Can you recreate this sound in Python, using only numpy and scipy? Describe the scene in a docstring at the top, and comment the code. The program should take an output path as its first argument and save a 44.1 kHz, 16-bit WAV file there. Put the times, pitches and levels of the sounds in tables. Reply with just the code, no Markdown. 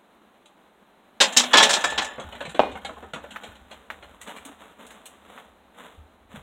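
"""A loaded barbell lands on the steel hooks of a weight bench: it hits both uprights, drops in,
and the loose plates rattle. As the lifter sits up, clothes drag and the bench's plank knocks
and slaps its frame. Then he walks off over dry garden grass, and a few sharp snaps are heard.
Light wind touches a small microphone whose noise suppressor dulls the quiet moments."""
import sys
import numpy as np
from scipy import signal
from scipy.fft import rfft, irfft, next_fast_len
from scipy.io import wavfile
from scipy.ndimage import uniform_filter1d

SR = 44100
rng = np.random.default_rng(int(sys.argv[2]) if len(sys.argv) > 2 else 0)


def transcribe(u):
    """Save the signal u as a 16-bit wav file named by the first command-line argument.

    u: samples, shape (n,) or (channels, n), limited to [-1, 1]; the rate is SR.
    q: integer samples, one column per channel.
    """
    v = np.clip(np.atleast_2d(u).T, -1, 1)
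    q = np.round(v * 32767).astype(np.int16)
    wavfile.write(sys.argv[1], SR, q)


N = 283332
TIME = np.arange(N) / SR
AGE = TIME[:SR]   # seconds since a blow

# Levels are relative. A fade_s is the time to die away by 60 dB. A mode is one ringing tone.
# tone colour of distant air: pitch_hz, level_db
AIR_COLOUR = [(25, -21), (70, -14), (135, -18), (205, 1), (270, -4), (500, -6), (780, -4), (1500, -11),
              (2500, -18), (3800, -19), (6000, -31), (8400, -31), (16000, -36)]
# tone colour of wind on the microphone: pitch_hz, level_db
BREEZE_COLOUR = [(15, -33), (30, -19), (48, -1), (70, 6), (95, -5), (125, -18.5), (250, -32.5),
                 (600, -59.5)]
# how the breeze rises and falls: time_s, level_db
BREEZE_LEVELS = [(0, -85.5), (1.1, -87), (1.7, -60.5), (2.6, -53.5), (3.1, -64), (4.2, -60.5), (4.7, -71),
                 (5.3, -64.5), (5.85, -73), (6.4, -49)]
# stronger puffs: start_s, length_s, level_db
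PUFFS = [(2.24, 0.03, -45), (2.68, 0.055, -54), (3.47, 0.028, -49), (3.61, 0.032, -58.5),
         (3.76, 0.035, -59.5), (5.97, 0.028, -46.5)]
# the bench shifts and knocks: start_s, level_db, brightness_db
BENCH_KNOCKS = [(.457, -54.5, 18), (2.18, -43, -28.5), (2.197, -39.5, 4.5), (2.323, -42, -10.5),
                (2.35, -46, -11), (2.405, -34.5, -9), (2.451, -37, -6.5), (2.493, -41, 12),
                (2.545, -35, -7), (2.714, -45.5, 1), (2.753, -40.5, -14), (2.847, -31.5, 2),
                (2.888, -45.5, -23), (2.966, -53, -24), (3.025, -46.5, -21), (3.134, -33.5, 0.5),
                (3.159, -44.5, -22), (3.24, -48, -18), (3.307, -43.5, 10), (3.434, -37.5, 4),
                (3.552, -53, 3), (3.712, -42, 1), (4.024, -46.5, -5)]
# tone colour of the plank: pitch_hz, level_db
WOOD_COLOUR = [(60, -60.5), (130, -7.5), (210, 8), (350, 1.5), (620, 10.5), (1100, 2.5), (1600, 2),
               (2300, -3.5), (3900, -8.5), (5200, -22.5), (7500, -7), (11000, -22.5), (16000, -51.5)]
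# the bar hits the rack and rocks to rest: start_s, part, level_db, brightness_db, contact_s
BAR_HITS = [(1.2027, "near upright", -20.5, -7, .001), (1.2056, "near upright", -12, 0.5, .0055),
            (1.322, "plates", -36.5, 14.5, .007), (1.3651, "far upright", -20, -1, 0.00091),
            (1.368, "far upright", -13.5, 15.5, .006), (1.403, "far upright", -29, -16, 0.0019),
            (1.433, "far upright", -28.5, -5.5, 0.0051), (1.505, "plates", -33.5, -12.5, 0.016),
            (1.532, "hooks", -14, -9, 0.0077), (1.552, "hooks", -20, -16.5, .0024),
            (1.5712, "hooks", -13, 3, 0.0015), (1.584, "hooks", -17.5, -3, .0017),
            (1.602, "hooks", -17.5, -11.5, 0.0024), (1.625, "far upright", -14, 7.5, .008),
            (1.691, "plates", -20, 6.5, 0.0084), (1.706, "plates", -21, 8.5, .0015),
            (1.729, "far upright", -19.5, 8, 0.0094), (1.764, "plates", -28.5, -13.5, .0017),
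            (1.806, "plates", -32, 3, 0.0017), (1.8399, "plates", -18.5, -5.5, 0.0032),
            (1.901, "plates", -33, 8, 0.00084), (1.92, "hooks", -37.5, -16, 0.0026),
            (1.976, "hooks", -24.5, -8, 0.0091), (2.02, "plates", -28.5, -1, 0.0015),
            (2.045, "plates", -32.5, 4.5, .0016)]
# how each part answers a hit: part -> crash_fade_s, clang_db, to_frame_db, to_plates_db
HIT_RESPONSE = {"near upright": (0.1668, 7.5, -19.5, -30.5), "far upright": (0.1364, 6.5, -19, -19.5),
                "hooks": (0.1425, 9.5, -15, -17), "plates": (0.1325, 1.5, -20.5, -11.5)}
# modes that stand out of each part: part -> list of pitch_hz, level_db
STEEL_MODES = { "near upright": [(530, -9.5), (850, -12), (1600, -12), (2540, -12.5), (2720, -12.5),
               (2928, -14), (3205, -13.5), (3330, -18.5), (3665, -13.5), (3804, -14.5), (4500, -17.5),
               (4850, -14), (4950, -12.5), (6050, -15), (8230, -19)], "far upright": [(245, -14.5),
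               (1790, -15), (3198, -15.5), (3420, -13.5), (3690, -12), (3780, -14), (4020, -16),
               (5230, -12.5), (5400, -18), (5600, -19.5), (5916, -11.5), (6560, -20.5), (6848, -17),
               (7289, -13), (7670, -18.5)], "hooks": [(245, -28.5), (436, -18), (565, -16.5), (813, -9),
               (877, -7.5), (1069, -14), (1303, -17), (1612, -15), (1733, -6.5), (1790, -16.5), (2509, -15),
               (3328, -15), (3467, -16.5), (3931, -15.5), (4231, -23), (4689, -17), (5340, -15),
               (5662, -13.5)], "plates": [(603, -22), (899, -15.5), (1001, -20.5), (1400, -18), (1738, -11),
               (1755, -5), (1857, -16), (2690, -19), (2859, -19.5), (3354, -16), (3790, -14.5), (5370, -19),
               (6837, -20.5), (6971, -18), (7160, -19), (7390, -19.5)]}
# how long each part rings at 1 kHz: part -> fade_s
RING_FADES = {"near upright": .22, "far upright": .26, "hooks": .34, "plates": .48}
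# the crowd of close modes in rack and plates: pitch_hz, level_db
CRASH_COLOUR = [(40, -46), (100, -29), (150, -29), (210, 1.5), (330, 0.5), (550, 4), (900, 9.5),
                (1400, 6.5), (2200, 2), (3600, 3.5), (5000, -2.5), (7500, 3), (9500, -11), (12000, -25),
                (16000, -27)]
# the frame's hum after a hit: pitch_hz, level_db
HUM_COLOUR = [(40, -40), (100, -26.5), (150, -3.5), (210, 7.5), (330, -2.5), (600, 10), (900, 7.5),
              (1500, 2.5), (2200, -3), (3700, -5), (4600, -23.5), (7300, -22), (10000, -23.5),
              (16000, -31.5)]
# broad modes of the rattling plates: pitch_hz, level_db, fade_s
RATTLE_MODES = [(931, -6, 0.037), (1681, -0.5, 0.1), (2700, -4, .02), (3500, -2, .012), (5170, -6.5, .02),
                (7070, -6, .008), (7740, -12, .01)]
# heavy footfalls and the bench's legs on the soil: start_s, level_db, pitch_hz
SOIL_THUDS = [(2.199, -40, 248), (2.247, -38, 83), (2.476, -30, 161), (2.598, -27, 190), (2.601, -40, 75),
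              (2.726, -37, 81), (4.456, -34.5, 273), (4.495, -36.5, 276), (6.34, -30.5, 208),
              (6.37, -35, 147)]
# clothes drag as the lifter sits up and slides forward: start_s, length_s, level_db
CLOTH_DRAGS = [(2.2, 0.4, -48.5), (2.75, .25, -53), (3.22, 0.23, -49)]
# tone colour of the rustles: pitch_hz, level_db
RUSTLE_COLOUR = [(88, -60.5), (150, -5), (201, 6.5), (291, 2.5), (376, -11), (414, 3.5), (1210, 2.5),
                 (2450, -7), (3700, -5), (4860, -39), (5570, -24.5), (7180, -16), (16000, -28.5)]
# modes of the plank; the last three are the steel under it: pitch_hz, level_db, fade_s
PLANK_MODES = [(587, -9, 0.035), (770, 3.5, 0.011), (1120, -42, 0.0069), (2646, -7, 0.0051),
               (601, -29.5, 0.36), (1520, -43.5, 0.48), (2450, -36, 0.29)]
# the slap's scattered tail: pitch_hz, level_db
SLAP_TAIL_COLOUR = [(40, -36), (120, -24), (230, 3.5), (330, -4.5), (450, 2.5), (640, -3.5), (900, -1.5),
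                    (1400, -17.5), (2600, -17.5), (3800, -21.5), (5500, -31.5), (9000, -45.5),
                    (16000, -56.5)]
# echoes from ground, bench and posts: delay_s, gain
NEAR_ECHOES = [(.0032, 0.46), (.0062, 0.24), (.0078, 0.6), (0.0102, 0.16), (0.0238, 0.087), (.041, 0.21)]
# sharp snaps: start_s, level_db, pitch_hz
SHARP_SNAPS = [(3.3608, -14, 1370), (3.9025, -13.5, 1490), (5.3775, -23.5, 1340)]
# four short rustling tails after the knocks and a snap, then feet brushing through the grass:
# start_s, length_s, level_db
SHORT_RUSTLES = [(3.42, 0.026, -48.5), (3.7, 0.028, -50.5), (3.9, .03, -50.5), (4.02, 0.082, -55.5),
                 (4.19, .05, -58.5), (4.26, 0.074, -44.5), (4.44, 0.047, -52.5), (4.57, 0.085, -51.5),
                 (4.78, 0.071, -50.5), (4.9, 0.075, -55), (5.05, 0.037, -60), (5.23, 0.17, -51),
                 (5.735, 0.13, -48.5), (6.29, 0.097, -49.5)]
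# one long, faint rustle of the grass: start_s, length_s, level_db
LONG_RUSTLE = (3.5, 1.99, -63.5)
# dry stalks crushed underfoot: start_s, level_db, brightness_db
STALK_CRUNCHES = [(4.213, -42.5, 4), (4.272, -43, -9), (4.363, -43, -10), (4.45, -47, 15.5),
                  (4.865, -53, 14), (4.904, -46, 0), (5.056, -47, 18)]
# tone colour of the stalks: pitch_hz, level_db
STALK_COLOUR = [(150, -19), (250, -19), (1000, 7), (2800, 10.5), (5000, -1), (8000, 7), (11000, -4),
                (16000, -11)]

PLATE_RISE_S = .04   # shaken plates take this long to get going


def from_db(db):
    """Turn decibels into a gain to multiply by."""
    return np.exp(np.asarray(db) * (np.log(10) / 20))


def unit_power(x):
    """Scale a signal to an average power of one."""
    return x / np.sqrt(np.mean(x ** 2) + 1e-20)


def level_at(colour, hz):
    """Read a tone colour's level in dB at any pitch."""
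    pitches, levels = np.transpose(colour)
    return np.interp(np.log(np.maximum(hz, 1)), np.log(pitches), levels)


def coloured(x, colour, tint=((1, 0), (2, 0))):
    """Give x a tone colour at a power of one, then tint it with a second dB curve."""
    size = next_fast_len(len(x))
    hz = np.arange(size // 2 + 1) * SR / size
    shaped = rfft(x, size) * from_db(level_at(colour, hz))
    shaped *= np.sqrt(len(x) / np.mean(np.abs(shaped) ** 2))
    return irfft(shaped * from_db(level_at(tint, hz)), size)[:len(x)]


def fade(fade_s):
    """Die away after a blow."""
    return np.exp(-np.log(1000) * AGE / max(fade_s, .001))


def rise(rise_s):
    """Swell smoothly while a blow spreads through a body."""
    return np.sin(np.pi / 2 * np.minimum(AGE / max(rise_s, 1e-4), 1))


def add(out, start_s, sound):
    """Mix a sound in at its start time."""
    start = round(start_s * SR)
    out[start:start + len(sound)] += sound[:N - start]


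def drift(per_s):
    """A smooth random wobble, about one unit in size."""
    return unit_power(np.interp(TIME * per_s, np.arange(400), rng.standard_normal(400)))


def strokes(table, rise_share, fade_s):
    """The gain of sounds that pick up over a share of their length, hold, then die away."""
    gain = np.zeros(N)
    for start_s, length_s, db in table:
        onset = np.clip((TIME - start_s) / (rise_share * length_s), 0, 1)
        drop_db = 60 * np.maximum(TIME - start_s - length_s, 0) / fade_s
        gain += from_db(db - drop_db) * onset
    return gain


def clicks(per_s, spread_db, max_spreads):
    """Random clicks, most of them small."""
    signed = (rng.random(N) < per_s / SR) * rng.choice([-1, 1], N)
    return signed * from_db(spread_db * np.minimum(rng.exponential(1, N), max_spreads))


def ragged_noise(ripple_db, width_hz=70):
    """Noise with uneven peaks: the struck spot favours some modes and misses others."""
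    spectrum = rfft(rng.standard_normal(SR))
    hz = np.arange(len(spectrum))   # one second of sound gives 1 Hz steps
    ripple = np.interp(hz / width_hz, np.arange(600), rng.standard_normal(600))
    return irfft(spectrum * from_db(ripple_db * ripple), SR)


def contact_tint(db, bright_db, clang_db):
    """A harder hit tilts the sound toward the treble; the body adds its clang near 3.5 kHz."""
    low, top = db - bright_db / 2, db + bright_db / 2
    middle = low + .68 * bright_db + clang_db
    return [(700, low), (1300, low), (3200, middle), (4200, middle), (7500, top)]


def burst(colour, tint, rise_s, fade_s, grit_db, ripple_db=3.5):
    """Many close modes, fed by tiny gritty contacts, swell and die together."""
    grit = from_db(grit_db * np.repeat(rng.standard_normal(SR // 30), 30))
    decay = fade(fade_s)
    envelope = rise(rise_s) * np.minimum(decay / np.interp(rise_s, AGE, decay), 1)
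    return coloured(ragged_noise(ripple_db) * grit, colour, tint) * envelope


def dry_contacts(table, colour, clang_db, rise_s, fade_s, grit_db, tail_db, tail_fade_s):
    """Short contacts with faint scattered tails. Softer ones last longer and lose their clack."""
    out = np.zeros(N)
    for start_s, db, bright_db in table:
        clack = np.clip(2 + 2 * bright_db / 23, -1, 1)   # zero at a brightness of -23 dB
        tint = contact_tint(db, bright_db, clang_db * clack)
        stretch = 2 ** (-bright_db / 60)
        tail = coloured(rng.standard_normal(SR), colour, tint) * rise(.01) * fade(tail_fade_s)
        hit = burst(colour, tint, rise_s * stretch, fade_s * stretch, grit_db, ripple_db=5)
        add(out, start_s, hit + from_db(tail_db) * tail)
    return out


def steel_tone(hz, fade_s, slip_cycles=.055):
    """One mode of loose steel, wavering as the part shifts in its seat."""
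    age = AGE[AGE < 1.2 * fade_s]
    slips = np.cumsum(slip_cycles * rng.standard_normal(200))
    wander = np.interp(age, np.linspace(0, 1, len(slips)), slips)
    tone = np.sin(2 * np.pi * (hz * age + rng.random() + wander))
    return np.pad(tone, (0, len(AGE) - len(age))) * fade(fade_s)


def rounded(x, low_hz, high_hz):
    """A small, soft source gives off neither deep bass nor high treble."""
    return signal.sosfilt(signal.butter(2, [low_hz, high_hz], "band", fs=SR, output="sos"), x + 1e-18)


def with_echoes(x):
    """A sharp sound bounces back from nearby surfaces."""
    return x + sum(gain * np.interp(AGE - delay_s, AGE, x, left=0) for delay_s, gain in NEAR_ECHOES)


def air_and_wind(air_db=-58, wind_db=-1, buffet_db=3.5):
    """Distant air flutters a little while a breeze and a few puffs buffet the microphone."""
    air = from_db(air_db + .7 * drift(per_s=40)) * coloured(rng.standard_normal(N), AIR_COLOUR)
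    breeze_db = np.interp(TIME, *np.transpose(BREEZE_LEVELS)) + buffet_db * drift(per_s=6.1)
    wind = from_db(breeze_db) + strokes(PUFFS, rise_share=.44, fade_s=.18)
    return air + from_db(wind_db) * wind * coloured(rng.standard_normal(N), BREEZE_COLOUR)


def bench_knocks():
    """The wooden plank shifts and knocks under the lifter."""
    return dry_contacts(BENCH_KNOCKS, WOOD_COLOUR, clang_db=11, rise_s=.0031, fade_s=.16,
                        grit_db=1, tail_db=-19.5, tail_fade_s=.68)


def singing_plates(pitch_hz=1733, shake_db=-25, fade_s=.96):
    """Each knock on the bench reaches the plates and leaves their main mode singing faintly."""
    out = np.zeros(N)
    for start_s, db, _ in BENCH_KNOCKS:
        add(out, start_s, from_db(db + shake_db) * steel_tone(pitch_hz, fade_s) * rise(PLATE_RISE_S))
    return out


def barbell_clanks(ring_db=-2, scatter_db=1.5):
    """Each hit makes a short crash, rings the struck part and sets the frame humming."""
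    out = np.zeros(N)
    for start_s, part, db, bright_db, contact_s in BAR_HITS:
        crash_fade_s, clang_db, to_frame_db, _ = HIT_RESPONSE[part]
        tint = contact_tint(db, bright_db, clang_db)
        ring = np.zeros(SR)
        for hz, mode_db in STEEL_MODES[part]:
            gain = from_db(ring_db + mode_db + level_at(tint, hz) + scatter_db * rng.standard_normal())
            fade_s = RING_FADES[part] * (1000 / hz) ** .36   # higher modes die sooner
            ring += gain * steel_tone(hz, fade_s)
        crash = burst(CRASH_COLOUR, tint, contact_s, crash_fade_s, grit_db=2.5)
        hum_tint = contact_tint(db, bright_db + 2, clang_db)
        hum = burst(HUM_COLOUR, hum_tint, rise_s=.012, fade_s=.93, grit_db=0)
        add(out, start_s, crash + ring * rise(contact_s) + from_db(to_frame_db) * hum)
    return out


def rattling_plates(settle_s=.46):
    """Each hit shakes the loose plates, which chatter on the bar until the energy is spent."""
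    energy = np.zeros(N)
    for start_s, part, db, _, _ in BAR_HITS:
        to_plates_db = HIT_RESPONSE[part][-1]
        shake = from_db(db + to_plates_db) * rise(PLATE_RISE_S) * fade(settle_s)
        add(energy, start_s, shake ** 2)
    touches = clicks(per_s=260, spread_db=2.5, max_spreads=1.9)
    ring = sum(from_db(db) * unit_power(steel_tone(hz, fade_s)) for hz, db, fade_s in RATTLE_MODES)
    rattle = signal.fftconvolve(touches, ring * rise(.00083))[:N]
    return np.sqrt(energy) * unit_power(rattle)


def soil_thuds(fade_s=.093):
    """Feet and bench legs push into the ground with a soft, low thud."""
    out = np.zeros(N)
    for start_s, db, hz in SOIL_THUDS:
        add(out, start_s, from_db(db) * np.sin(2 * np.pi * hz * AGE) * fade(fade_s) * rise(.0072))
    return out


def dragging_clothes():
    """Cloth catches and slips on the wood."""
    catches = clicks(per_s=350, spread_db=5, max_spreads=2.8)
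    slip = rng.standard_normal(SR) * fade(.043)
    rubbing = coloured(signal.fftconvolve(catches, slip)[:N], RUSTLE_COLOUR)
    return strokes(CLOTH_DRAGS, rise_share=.11, fade_s=1) * rubbing


def plank_slap(start_s=2.5938, slap_db=-1, tail_db=-21):
    """The plank slaps its frame and rings briefly; echoes and a scattered tail follow."""
    out = np.zeros(N)
    ring = sum(from_db(db) * np.sin(2 * np.pi * hz * AGE) * fade(fade_s)
               for hz, db, fade_s in PLANK_MODES)
    slap = rounded(ring * rise(.00023), low_hz=270, high_hz=4500)
    tail = coloured(ragged_noise(ripple_db=3.5), SLAP_TAIL_COLOUR) * rise(.0013) * fade(.39)
    add(out, start_s, from_db(slap_db) * with_echoes(slap) + from_db(tail_db) * tail)
    return out


def snaps(tail_db=-22):
    """Each snap is a crack that dies almost at once, with echoes and a faint tail."""
    out = np.zeros(N)
    for start_s, db, hz in SHARP_SNAPS:
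        ring = np.sin(2 * np.pi * hz * AGE) * fade(.0036) * rise(.00025)
        crack = rounded(ring, low_hz=630, high_hz=4860)
        tail_colour = [(hz / 8, -20), (hz / 2, -3), (hz, 0), (hz * 2, -8), (hz * 6, -28)]
        tail = coloured(rng.standard_normal(SR), tail_colour) * fade(.11)
        add(out, start_s, from_db(db) * (with_echoes(crack) + from_db(tail_db) * tail))
    return out


def rustles(gain_db=2, uneven_db=1.54):
    """Short rustles trail the knocks and a snap; then grass flicks and brushes against the shoes."""
    flicks = clicks(per_s=520, spread_db=3.5, max_spreads=3.4)
    rustle = coloured(flicks + .21 * rng.standard_normal(N), RUSTLE_COLOUR)
    swells = strokes(SHORT_RUSTLES, rise_share=.41, fade_s=.47)
    stir = strokes([LONG_RUSTLE], rise_share=.05, fade_s=.51)
    return from_db(gain_db + uneven_db * drift(per_s=55)) * np.hypot(swells, stir) * rustle


def crunching_stalks():
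    """Dry stalks give way underfoot in gritty bursts."""
    return dry_contacts(STALK_CRUNCHES, STALK_COLOUR, clang_db=1.5, rise_s=.0021, fade_s=.18,
                        grit_db=3, tail_db=-19, tail_fade_s=.64)


def noise_suppressor(x, open_db=-36, deepest_db=-12, slope=.9):
    """Turn down a band of the treble whenever it is weak."""
    hz = np.arange(N // 2 + 1) * SR / N
    band = irfft(rfft(x) * np.interp(hz, [4100, 4350, 5400, 6400], [0, 1, 1, 0]), N)
    band_db = 10 * np.log10(np.abs(uniform_filter1d(band ** 2, size=600)) + 1e-14)
    gain = from_db(np.clip(slope * (band_db - open_db), deepest_db, 0))
    return x + band * (gain - 1)


def scene():
    """All the sounds meet at one microphone."""
    knocks, crunches = bench_knocks(), crunching_stalks()
    bench = knocks + plank_slap() + dragging_clothes()
    soft_sounds = soil_thuds() + rustles() + crunches
    barbell = barbell_clanks() + rattling_plates() + singing_plates()
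    return (barbell + bench + soft_sounds + snaps() + air_and_wind())[None]


def record(dry, ceiling=.9, cutoff_hz=16200):
    """The microphone dulls quiet moments, rounds off loud peaks and cuts the highest treble."""
    x = noise_suppressor(dry)
    softened = x / (1 + (x / ceiling) ** 4) ** (1 / 4)
    return signal.sosfiltfilt(signal.butter(16, cutoff_hz, fs=SR, output="sos"), softened)


dry = scene()
out = record(dry)
transcribe(out)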